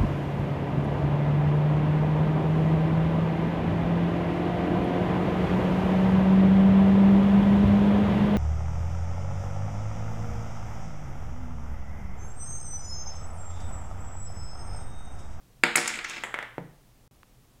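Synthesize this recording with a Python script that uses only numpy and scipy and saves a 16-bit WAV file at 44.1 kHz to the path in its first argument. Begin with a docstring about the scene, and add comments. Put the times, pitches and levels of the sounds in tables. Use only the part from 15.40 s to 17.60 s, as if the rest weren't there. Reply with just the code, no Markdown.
"""Over steady hum and hiss, two plastic dice are thrown on a cardboard game board lying on a wooden table.
They bounce, clack together, roll away and knock the tray at the far edge; the last tips over with a dull thud.
The sound then drops out for a moment, and later comes one faint tick. Blows are short coloured clicks,
answered by nearby surfaces and a small furnished room; the wood adds damped sines, and hum and hiss are
filtered noise."""
import sys
import numpy as np
from scipy import signal
from scipy.fft import rfft, irfft, next_fast_len
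from scipy.io import wavfile
from scipy.ndimage import map_coordinates

SR = 44100
rng = np.random.default_rng(int(sys.argv[2]) if len(sys.argv) > 2 else 0)


def materialize(psi):
    """Save the field psi as 16-bit PCM at rate SR to the path in sys.argv[1].

    A 1-D psi becomes a single channel; in a 2-D psi each row is a channel.
    """
    bounded = np.clip(np.atleast_2d(psi).T, -1, 1)
    quanta = np.round(bounded * 32767).astype(np.int16)
    wavfile.write(sys.argv[1], SR, quanta)


def boost(x):
    """Linear amplitude factor 10**(x/20) for a level x in decibels (scalar or array-like)."""
    u = np.asarray(x, float) / 20
    return 10 ** u


N = 97020  # length in samples

# colour of a blow on the board: f/Hz, level/dB
BOARD_COLOUR = [(20, -78.5), (130, -37.5), (300, -23), (800, -11), (1400, -0.5), (2200, -0.5), (3000, -10),
                (4500, -14.5), (5300, -19), (6000, -44), (16000, -65.5)]
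# colour of a blow on the hard plastic die: f/Hz, level/dB
DIE_COLOUR = [(20, -82), (3000, -35), (5500, -17.5), (6800, 1), (7900, 6), (9500, -4.5), (12000, -10),
              (16000, -25.5)]
# ringing modes of the wooden table: f/Hz, level/dB, time to fall by 60 dB/s
WOOD_MODES = [(161.5, -4, 0.31), (221.4, -6, 0.69), (279.4, -1.5, .25), (346.4, 3, .3), (477, 2, 0.32),
              (588.5, 0.5, 0.19), (737, -0.5, .3), (885, 1.5, 0.17), (1428, 1.5, 0.27), (1720, -5.5, .2),
              (1900, -7.5, 0.6), (2220, -8.5, .15)]
SCATTER_DB = 1.5  # how much the colour varies from blow to blow


def unit(x):
    """Scale a sound to an rms of 1."""
    return x / np.sqrt(np.mean(x ** 2) + 1e-20)


def along(points, hz):
    """Read a curve of (Hz, value) points, with straight lines on a log frequency axis."""
    f, v = np.transpose(points)
    return np.interp(np.log(hz + 1), np.log(f + 1), v)


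def filtered(x, response):
    """Filter a sound by multiplying its spectrum by a response of frequency."""
    m = next_fast_len(len(x) + 8192)
    spectrum = rfft(x, m) * response(np.fft.rfftfreq(m, 1 / SR))
    return irfft(spectrum, m)[:len(x)]


def add(track, s, sound):
    """Mix a sound into a track at time s, in seconds."""
    part = track[round(s * SR):][:len(sound)]
    part += sound[:len(part)]


def room_tone():
    """Hiss and rumble are shaped noise; a narrow band of noise makes a hum that wavers."""
    # colour of the hiss and rumble: f/Hz, level/dB (per Hz)
    air_colour = [(12, -10), (20, 1.5), (91, -11.5), (123, -2.5), (146, -13.5), (241, -14), (277, -17),
                  (422, -19.5), (1150, -26.5), (1440, -29.5), (16000, -36)]
    air_db, hum_db = -58, -70.5  # rms levels
    hum_hz, hum_width_hz = 127, 8
    air = unit(filtered(rng.standard_normal(N), lambda hz: boost(along(air_colour, hz))))
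    hum = unit(filtered(rng.standard_normal(N), lambda hz: np.exp(-((hz - hum_hz) / hum_width_hz) ** 2)))
    return boost(air_db) * air + boost(hum_db) * hum


def space(direct_db=0, near_db=0, room_db=0):
    """A fresh answer to one blow: direct sound, near surfaces with board chatter, and the room's tail."""
    # how long the room rings: f/Hz, time to fall by 60 dB/s
    room_t60 = [(100, 0.15), (400, 0.46), (2000, 0.51), (5000, 0.45), (9000, 0.39), (14000, .2)]
    # colour of the room's tail: f/Hz, level/dB
    tail_colour = [(100, -1), (500, -3.5), (1100, -6), (2000, -4.5), (3500, 0), (5000, -4), (9000, -6),
                   (14000, -6)]
    # echoes from nearby surfaces: delay/s, level/dB
    near_echoes = [(.0022, -14.5), (.0030, -9), (.0044, -11.5), (.0053, -7.5), (.009, -15), (.013, -22.5)]
    # colour that the nearby surfaces give back: f/Hz, level/dB
    near_colour = [(20, -3.5), (700, -9.5), (1500, -9), (2250, 2), (3200, -2.5), (6000, 0.5), (16000, -9)]
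    chatter_db, chatter_t60 = 1, 0.019  # the loose board chatters after a blow: dB, s
    tail_db, tail_rise_s = 2, 0.0032
    # The tail is noise in which each frequency dies away at its own rate.
    hz, t, z = signal.stft(rng.standard_normal(SR // 2), SR, nperseg=256)
    colour_db = along(tail_colour, hz)[:, None]
    decay_db = 60 * t / along(room_t60, hz)[:, None]
    tail = signal.istft(z * boost(colour_db - decay_db), SR, nperseg=256)[1]
    t = np.arange(len(tail)) / SR
    rise = 1 - np.exp(-t / tail_rise_s)
    near = rng.standard_normal(len(t)) * boost(-60 * t / chatter_t60)
    near *= boost(chatter_db) / np.linalg.norm(near)
    for delay, db in near_echoes:
        near[round(delay * SR)] += boost(db)
    near = filtered(near, lambda hz: boost(along(near_colour, hz)))
    answer = boost(tail_db + room_db) * tail * rise / np.sqrt(SR / 40) + boost(near_db) * near
    answer[0] = boost(direct_db)  # the direct sound
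    return answer


def blow(colour, scatter_db=0):
    """One impulse with a body's colour, its energy as early as possible (minimum phase), peak 1."""
    points = np.array(colour, float) + [0, scatter_db] * rng.standard_normal((len(colour), 1))
    log_spectrum = np.log(boost(along(points, np.fft.rfftfreq(4096, 1 / SR))))
    # Folding the cepstrum onto positive times gives minimum phase.
    cepstrum = irfft(log_spectrum)
    cepstrum[1:2048] *= 2
    cepstrum[2049:] = 0
    click = irfft(np.exp(rfft(cepstrum)))[:2048]
    return click / np.abs(click).max()


def ringing(modes):
    """Damped sines of a struck body, with a slightly new level for each mode and blow."""
    t = np.arange(SR // 3) / SR
    out = np.zeros(len(t))
    for hz, db, t60 in modes:
        level_db = db + rng.normal(0, 1.2)
        out += boost(level_db - 60 * t / t60) * np.sin(2 * np.pi * hz * t)
    return out


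def tick():
    """A faint dry tick: one coloured impulse with no echoes."""
    # the tick: t/s, peak level/dB
    ticks = [(1.832, -39)]
    # colour of the tick: f/Hz, level/dB
    tick_colour = [(20, -60), (500, -17), (1100, 5), (2400, -5.5), (5000, -19), (16000, -33.5)]
    out = np.zeros(N)
    for s, db in ticks:
        add(out, s, boost(db) * blow(tick_colour))
    return out


def tumbling():
    """Small random contacts of corners and faces, bunched in clumps, while the dice roll."""
    # loudness of the tumbling over time: t/s, level/dB
    roll_level = [(.36, -41), (.4, -50.5), (.47, -26.5), (.53, -38.5), (0.622, -53), (.7, -31.5),
                  (.76, -34), (.83, -45.5)]
    # colour of corners skimming the board: f/Hz, level/dB
    rattle_colour = [(20, -69), (2000, -33), (3500, 1.5), (5500, -2), (7000, 1.5), (9000, -14),
                     (16000, -21)]
    contacts_per_s, size_scatter_db = 340, 3
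    clump_knots_per_s, clump_depth_db = 45, 2
    rattle_db = -8.5  # rattle relative to knock
    t = np.arange(N) / SR
    when, db = np.transpose(roll_level)
    roll_db = np.interp(t, when, db, -150, -150)  # all but silent outside the roll
    knots = rng.standard_normal(int(N * clump_knots_per_s / SR) + 4)
    clump_db = clump_depth_db * map_coordinates(knots, [t * clump_knots_per_s])
    happens = rng.random(N) < contacts_per_s / SR
    # Each contact makes a knock and a rattle, each with its own random size.
    size_db = size_scatter_db * rng.standard_normal((2, N))
    knock_hits, rattle_hits = happens * boost(clump_db + roll_db + size_db)
    knock = signal.fftconvolve(knock_hits, blow(BOARD_COLOUR))
    rattle = signal.fftconvolve(rattle_hits, blow(rattle_colour))
    contacts = knock + boost(rattle_db) * rattle
    return signal.fftconvolve(contacts, space(direct_db=-4))[:N]


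def tip_over():
    """The last die falls on its face: a dull thud, with table modes ringing under it."""
    # the fall: t/s, peak level of the blow/dB
    falls = [(1.1815, -15.5)]
    # colour of the flat thud: f/Hz, level/dB
    flat_colour = [(20, -34), (90, -2.5), (145, -1), (300, 0), (600, -4.5), (950, -9), (1150, -15),
                   (1700, -13.5), (3000, -32.5), (5000, -53.5), (16000, -53)]
    # the table's lowest modes: f/Hz, level/dB, time to fall by 60 dB/s
    boom_modes = [(120.7, -34, 0.61), (146.1, -22, 0.49), (173.6, -23, .35)]
    wood_db = -40  # upper wood modes under the thud
    out = np.zeros(N)
    for s, db in falls:
        thud = signal.fftconvolve(blow(flat_colour), space(near_db=-4.5, room_db=-6))
        add(out, s, boost(db) * thud)
        table = boost(wood_db) * ringing(WOOD_MODES) + ringing(boom_modes)
        add(out, s, boost(db) * table)
    return out


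def tray_knocks():
    """A die knocks against the tray, each blow taking the tray's colour and its own near echoes."""
    # knocks: t/s, peak level of the blow/dB, near echoes/dB
    knocks = [(.837, -14.5, 0), (0.9421, -14.5, 1.5), (0.9887, -17, -3), (1.0274, -21.5, -1.5)]
    # colour of the tray: f/Hz, level/dB
    tray_colour = [(20, -53), (200, -13.5), (600, -9), (1300, -5), (1750, -3), (2030, -1.5), (2500, -12),
                   (3300, -17.5), (4500, -32.5), (6000, -34.5), (8300, -32.5), (16000, -48)]
    out = np.zeros(N)
    for s, db, near_db in knocks:
        hit = boost(db) * blow(tray_colour, SCATTER_DB)
        add(out, s, signal.fftconvolve(hit, space(near_db=near_db)))
    return out


def clacks():
    """Die hits die: a bright click whose colour is shifted up or down in pitch each time."""
    # clacks: t/s, peak level of the blow/dB, pitch factor, direct click/dB (against its echoes)
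    clack_list = [(.3594, -5, 0.98, 3), (.3641, -10, 1.2, 1), (.3732, -13, 0.7, -1),
                  (.4755, -19.5, 0.68, -6), (.4792, -14, .9, 0.5), (.6442, -24.5, 0.74, -2.5),
                  (.6485, -33.5, .82, 6.5), (.688, -38, 1.2, -1), (.6978, -27, 0.87, 4),
                  (.8372, -25.5, 0.98, -4.5), (.844, -41, 1.294, 0)]
    out = np.zeros(N)
    for s, db, pitch, direct_db in clack_list:
        shifted_colour = np.multiply(DIE_COLOUR, [pitch, 1])
        hit = boost(db) * blow(shifted_colour, SCATTER_DB)
        add(out, s, signal.fftconvolve(hit, space(direct_db, near_db=-12)))
    return out


def bounces():
    """A die meets the board: board knock, table thud and edge tick together, then the wood rings."""
    # bounces: t/s, board knock/dB, table thud/dB, die edge tick/dB, direct click/dB (against its echoes)
    bounce_list = [(0.234, -39, -51, -62, -4), (0.2368, -2.5, -16, -16.5, 0.5),
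                   (.3555, -5.5, -22.5, -20.5, -5), (.369, -16, -25.5, -29.5, 0.5),
                   (.373, -14.5, -28.5, -17.5, -2), (.381, -17, -25.5, -46, 4.5),
                   (.4125, -19, -54, -36, -4.5), (.4585, -25.5, -37, -34.5, 6.5), (.477, -15, -62, -15, -6),
                   (.5003, -27, -35.5, -49, -16.5), (.5033, -22.5, -36.5, -48, -4.5),
                   (0.539, -17, -38, -30.5, -10), (.5545, -24, -40, -28.5, -14.5),
                   (.574, -26.5, -34.5, -32.5, -3), (0.5889, -18, -40.5, -36, -10),
                   (.6465, -17.5, -39, -43, -6.5), (.6975, -48, -38, -27.5, -12.5),
                   (.7355, -26.5, -42, -50, -9), (.768, -25, -35, -37.5, -8)]
    # colour of the table's thud: f/Hz, level/dB
    table_colour = [(20, -56), (90, -30), (130, -8.5), (240, 2.5), (350, 1), (550, -1), (900, 0.5),
                    (2000, -68.5), (16000, -85)]
    wood_db = -18.5  # wood modes relative to the thud
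    out = np.zeros(N)
    for s, knock_db, thud_db, edge_db, direct_db in bounce_list:
        knock = boost(knock_db) * blow(BOARD_COLOUR, SCATTER_DB)
        thud = boost(thud_db) * blow(table_colour, SCATTER_DB)
        edge = boost(edge_db) * blow(DIE_COLOUR, SCATTER_DB)
        add(out, s, signal.fftconvolve(knock + thud + edge, space(direct_db)))
        add(out, s, boost(thud_db + wood_db) * ringing(WOOD_MODES))
    return out


def scene():
    """All sources in one channel; a high-pass thins the deep bass of the hits."""
    low_cut_hz = 110  # hits are cut below this
    hits = tumbling() + tip_over() + tray_knocks() + clacks() + bounces()
    hits = signal.sosfilt(signal.butter(3, low_cut_hz, "high", fs=SR, output="sos"), hits)
    return (room_tone() + tick() + hits)[None]


def low_pass(x):
    """Removes everything above the highest recorded frequency."""
    return signal.sosfilt(signal.butter(12, 16980, fs=SR, output="sos"), x)


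def record(dry):
    """Cut the highest treble, then let the level drop out for a moment."""
    top_hz = 15900
    dropout_start_s, dropout_end_s, dropout_db = 1.678, 1.711, -34.5
    t = np.arange(N) / SR
    in_dropout = (t > dropout_start_s) & (t < dropout_end_s)
    gate = np.where(in_dropout, boost(dropout_db), 1)
    limited = filtered(dry[0], lambda hz: hz < top_hz)
    mix = (limited * gate)[None]
    return low_pass(mix)


dry = scene()
out = record(dry)
materialize(out)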